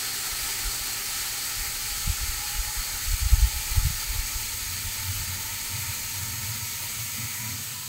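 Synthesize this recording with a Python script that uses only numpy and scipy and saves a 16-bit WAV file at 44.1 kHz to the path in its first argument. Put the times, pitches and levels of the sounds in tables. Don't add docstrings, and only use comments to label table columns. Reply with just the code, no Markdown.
import sys
import numpy as np
from scipy.fft import rfft, irfft
from scipy.io import wavfile
from scipy.ndimage import uniform_filter1d

SR = 44100
rng = np.random.default_rng(int(sys.argv[2]) if len(sys.argv) > 2 else 0)


def file_out(sig):
    cols = np.atleast_2d(sig).T
    lim = np.clip(cols, -1, 1)
    pcm = np.round(lim * 32767).astype(np.int16)
    wavfile.write(sys.argv[1], SR, pcm)


N = 347502
T = np.arange(N) / SR
HZ = np.maximum(np.arange(N // 2 + 1) * SR / N, 1)


def hiss(body_db, mist_db, splash_db, sparkle_db):
    sound = spray(wander_db=1.0)
    mist = 1 / (1 + (9200 / np.maximum(HZ, 1000)) ** 40)
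    splash = 1 / (1 + ((HZ - 2175) / 290) ** 8)
    body = 1 - mist - splash
    sparkle = from_db(sparkle_db * bell(centre_hz=15400, width_hz=1800))
    parts = [(body, body_db), (mist * sparkle, mist_db), (splash, splash_db)]
    return sum(shaped(sound, share) * from_db(db) for share, db in parts)


def spray(wander_db):
    # frequency in Hz, level in dB per Hz with the tank empty,
    # level in dB per Hz with it filled. Only the differences within a column matter.
    spray_colour = [(300.0, -14, -17.5), (660, -16.5, -18.5), (1080, -13, -17), (1610, -8, -14),
                    (2150, -2.5, -4), (2500, -5.5, -7.5), (3710, -6.5, -9.5), (4370, -1.5, -7),
                    (5360, -6, -10.5), (7060, -4.5, -7), (7800.0, -1.5, -3.5), (9800, -7, -12),
                    (11140, -5, -6), (15700, -7.5, -6.5)]
    # frequency in Hz, width in Hz, lift in dB.
    tank_modes = [(465, 40, 2.5), (905, 55, 11), (1189, 32, 6.5), (1283, 45, 9), (1360, 100, 7.5),
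                  (1488, 27, 5), (1775, 70, 4), (1900, 70, 3.5), (2047, 24, 6), (2234, 55, 5),
                  (2351, 30, 7), (2464, 38, 6), (2955, 26, 4.5), (3644, 20, 7), (4203, 26, 6),
                  (4294, 24, 5), (4365, 30, 3), (4520, 90, 4), (4685, 36, 6), (4900, 90, 2.5),
                  (5191, 27, 7), (5735, 30, 6), (5912, 22, 5.5), (6572, 48, 5), (6772, 32, 7),
                  (7020, 120, -3), (7215, 22, 5), (7740, 80, 3), (8926, 210, 3.2), (12400, 380, 2)]
    drive = garage(impacts(drops_per_s=7000, size_spread_db=3, drops_db=-6.5, flutter_db=0.47))
    lift = sum(db * bell(hz, width) for hz, width, db in tank_modes)
    empty, filled = [shaped(drive, from_db(db + lift)) for db in in_frequency(spray_colour)]
    fill = T / T[-1]
    spectrum = rfft((1 - fill) * empty + fill * filled)
    step = np.clip(2 * np.log2(HZ / 1000), 0, 8)
    out = 0
    for k in np.arange(9):
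        band = irfft(spectrum * np.maximum(1 - np.abs(step - k), 0), N)
        out = out + band * from_db(wander_db * (1 - k / 12) * drift(8.5))
    return out


def impacts(drops_per_s, size_spread_db, drops_db, flutter_db):
    sizes = from_db(size_spread_db * np.minimum(rng.exponential(1, N), 4)) * rng.choice([-1, 1], N)
    drops = rms_one(sizes * (rng.random(N) < drops_per_s / SR))
    rush = rng.standard_normal(N)
    return (rush + from_db(drops_db) * drops) * from_db(flutter_db * drift(25))


def jet_level(start_db, sink_db_per_s, ease_db_per_s):
    ease_off_s = 7.45
    return start_db - sink_db_per_s * T - ease_db_per_s * np.maximum(T - ease_off_s, 0)


def neck_ring(ring_hz, width_hz, onset_s, early_db):
    settled = ramp(0, onset_s)
    ring = rms_one(garage(noise(bell(ring_hz, width_hz))))
    return evened(ring, span_s=0.19) * from_db(early_db * (settled - .5))


def air_note(width_hz, steadying_s):
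    empty_hz, fill_per_s = 785, .045
    start_db, growth_db_per_s = -54.5, 0.12
    # start in seconds, length in seconds, lift in dB.
    catches = [(2.39, 0.16, 7.5), (2.62, .11, 10), (3.0, .22, -6), (3.27, .53, 4.5), (3.9, 0.2, -3),
               (4.45, 0.41, -11), (5.35, .35, 3), (6.9, 0.44, -6.5), (7.4, .12, 4.5), (7.55, .17, -13)]
    hz = empty_hz / np.sqrt(np.maximum(1 - fill_per_s * T, .1))
    turn = 2 * np.pi * np.cumsum(hz) / SR
    note = drift(width_hz / 2) * np.cos(turn) + drift(width_hz / 2) * np.sin(turn)
    level_db = start_db + growth_db_per_s * T + swells(catches, edge_s=.06)[0]
    return evened(rms_one(note), span_s=steadying_s) * from_db(level_db)


def bottom(drum_hz, width_hz, drum_db, covered_s, fade_db_per_s):
    modes = [(drum_hz, width_hz, 0), (285, 70, -7)]  # Hz, width in Hz, dB
    return throb(modes) * from_db(drum_db - fade_db_per_s * np.maximum(T - covered_s, 0))


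def churn(drone_db, wall_db, gurgle_db, depth_db, gurgle_depth_db, drone_fade_db_per_s):
    # frequency in Hz, width in Hz, level in dB.
    drone_modes = [(93.4, 14.5, 0)]
    wall_modes = [(112.3, 17, 1), (146, 21, -11)]
    gurgle_modes = [(207, 18, 0.5), (220, 16, -1.5), (255.5, 30, -3.5)]
    # start in seconds, length in seconds,
    # lift of drone and walls in dB, lift of the gurgle in dB.
    surges = [(4.68, 0.22, 6.5, 2), (5.0, 0.26, 11.5, 3), (5.27, 0.15, 8.5, 4.5), (5.72, .21, 9.5, 3),
              (6.16, 0.49, 8.5, 4.5), (6.94, .12, 7, 2.5), (7.15, .13, 8.5, 10), (7.39, .24, 8, 9)]
    depth = ramp(3.4, 4.7)
    surge_db, gurgle_surge_db = swells(surges, edge_s=0.058)
    deep_db = depth_db * depth + surge_db
    upper_db = gurgle_depth_db * depth ** 3 + gurgle_surge_db
    fading_share = from_db(-2 * drone_fade_db_per_s * (T - 5.0))
    deep_share = ramp(3.55, 4.87) * np.minimum(fading_share, .9)
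    drone = np.sqrt(deep_share) * from_db(drone_db) * throb(drone_modes)
    walls = np.sqrt(np.maximum(1 - deep_share, 0)) * from_db(wall_db) * throb(wall_modes)
    gurgle = throb(gurgle_modes) * from_db(upper_db + gurgle_db)
    return (drone + walls) * from_db(deep_db) + gurgle


def throb(modes):
    return evened(noise(sum(from_db(db) * bell(hz, width) for hz, width, db in modes)), span_s=0.2)


def draught(buffet_db, lumpy_db, gusty_db, wake_db, wake_s, wake_top_db):
    # time in seconds, peak in dB before buffet_db is added, frequency in Hz.
    buffets = [(.332, -35.5, 41.7), (.436, -34, 46), (.676, -23.5, 42), (.817, -35, 50), (1.611, -29.5, 38),
               (1.684, -36, 50), (1.926, -31, 42.3), (2.078, -21.5, 108), (2.103, -18, 63.6),
               (2.240, -22.5, 55), (2.295, -23, 42), (2.596, -20.5, 37.8), (2.795, -25.5, 42),
               (3.088, -21.5, 42.5), (3.139, -16.5, 48), (3.264, -15, 52.5), (3.336, -5.5, 50),
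               (3.39, -18, 38), (3.437, -8.5, 40.3), (3.569, -23.5, 46.3), (3.724, -20.5, 38),
               (3.782, -12.5, 59), (3.855, -14, 74), (3.870, -16.5, 84), (3.906, -23.5, 100),
               (4.106, -23, 41.8), (4.193, -19.5, 42), (4.365, -25, 50.4), (4.887, -33, 34),
               (5.2, -27.5, 42)]
    # frequency in Hz, relative level in dB per Hz.
    rumble_colour = [(12, -24), (25, 5), (42, 2), (70, -2.5), (110, -11.5), (170, -33), (300, -40.5),
                     (600, -66)]
    peak_s, peak_db, build_db_per_s, die_db_per_s = 3.38, -39, 4.5, 5.5
    eddies = rng.standard_normal(N) * from_db(lumpy_db * np.clip(drift(22), -1.5, 1.5))
    rumble = evened(shaped(eddies, from_db(in_frequency(rumble_colour)[0])), span_s=0.18)
    since_peak = T - peak_s
    arc_db = np.minimum(build_db_per_s * since_peak, -die_db_per_s * since_peak)
    strength = from_db(peak_db + arc_db + gusty_db * np.clip(drift(5.4), -2, 1.5))
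    thumps = 0
    for s, db, hz in buffets:
        swing = (np.pi * hz * (T - s)) ** 2
        thumps = thumps + from_db(db + buffet_db) * (1 - 2 * swing) * np.exp(-np.minimum(swing, 50))
        flurry = from_db(min(db + wake_db, wake_top_db)) / (1 + np.square(((T - s) / wake_s) ** 2))
        strength = np.maximum(strength, flurry)
    return thumps + rumble * strength


def garage(x):
    t60_s, tail_db, dull_hz = 0.36, -8.5, 10100
    tail = rng.standard_normal(N) * from_db(-60 * T / t60_s) * (T > .004)
    tail *= from_db(tail_db) / np.sqrt(np.sum(tail ** 2))
    return irfft(rfft(x) * (1 + rfft(tail) / (1 + (HZ / dull_hz) ** 4)), N)


def from_db(db):
    return 10 ** (np.asarray(db) / 20)


def rms_one(x):
    return x / np.sqrt(np.mean(x ** 2) + 1e-20)


def in_frequency(rows):
    hz, *columns = np.transpose(rows)
    return [np.interp(np.log(HZ), np.log(hz), c) for c in columns]


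def shaped(x, gain):
    return rms_one(irfft(rfft(x) * gain, N))


def bell(centre_hz, width_hz):
    return 1 / (1 + (2 * (HZ - centre_hz) / width_hz) ** 2)


def noise(gain):
    return shaped(rng.standard_normal(N), gain)


def drift(rate):
    return noise(bell(0, 2 * rate))


def evened(x, span_s):
    return x / np.sqrt(np.abs(uniform_filter1d(x ** 2, max(int(span_s * SR), 8))) + 0.013)


def ramp(start_s, end_s):
    return np.clip((T - start_s) / (end_s - start_s), 0, 1)


def swells(rows, edge_s):
    start, length, *lifts = np.transpose(rows)
    held = [np.clip(np.minimum(T - s, s + d - T) / edge_s + .5, 0, 1) for s, d in zip(start, length)]
    return np.array(lifts) @ np.array(held)


def scene():
    # start in seconds, length in seconds, lift in dB.
    splash_bursts = [(.3, .3, 1.5), (1.6, .35, 1.5), (5.5, 0.4, 2), (7.1, 0.44, 2)]
    spray_db = jet_level(start_db=-32.5, sink_db_per_s=0.3469, ease_db_per_s=3.5)
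    mist_db = jet_level(start_db=-33.5, sink_db_per_s=0.33, ease_db_per_s=8)
    splash_db = jet_level(start_db=-44.0, sink_db_per_s=.18, ease_db_per_s=18)
    splash_db = splash_db + swells(splash_bursts, edge_s=0.14)[0]
    neck_db = jet_level(start_db=-45.5, sink_db_per_s=.2, ease_db_per_s=11)
    jet = hiss(spray_db, mist_db, splash_db, sparkle_db=3.0)
    neck = from_db(neck_db) * neck_ring(ring_hz=6555, width_hz=460, onset_s=2.7, early_db=7.0)
    air = air_note(width_hz=63, steadying_s=0.22)
    drum = bottom(drum_hz=396, width_hz=36, drum_db=-56.0, covered_s=1.0, fade_db_per_s=12)
    water = churn(drone_db=-52, wall_db=-53, gurgle_db=-63,
                  depth_db=6, gurgle_depth_db=6, drone_fade_db_per_s=2.5)
    rumble = draught(buffet_db=1.0, lumpy_db=5, gusty_db=3.0, wake_db=-12.5, wake_s=0.045, wake_top_db=-23)
    mono = jet + neck + air + drum + water + rumble
    return np.stack([mono, mono])


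def record(dry):
    cutoff_hz = 15750
    steepness = np.minimum(HZ / cutoff_hz, 1.02) ** 1400
    return irfft(rfft(dry) / np.sqrt(1 + steepness), N)


dry = scene()
out = record(dry)
file_out(out)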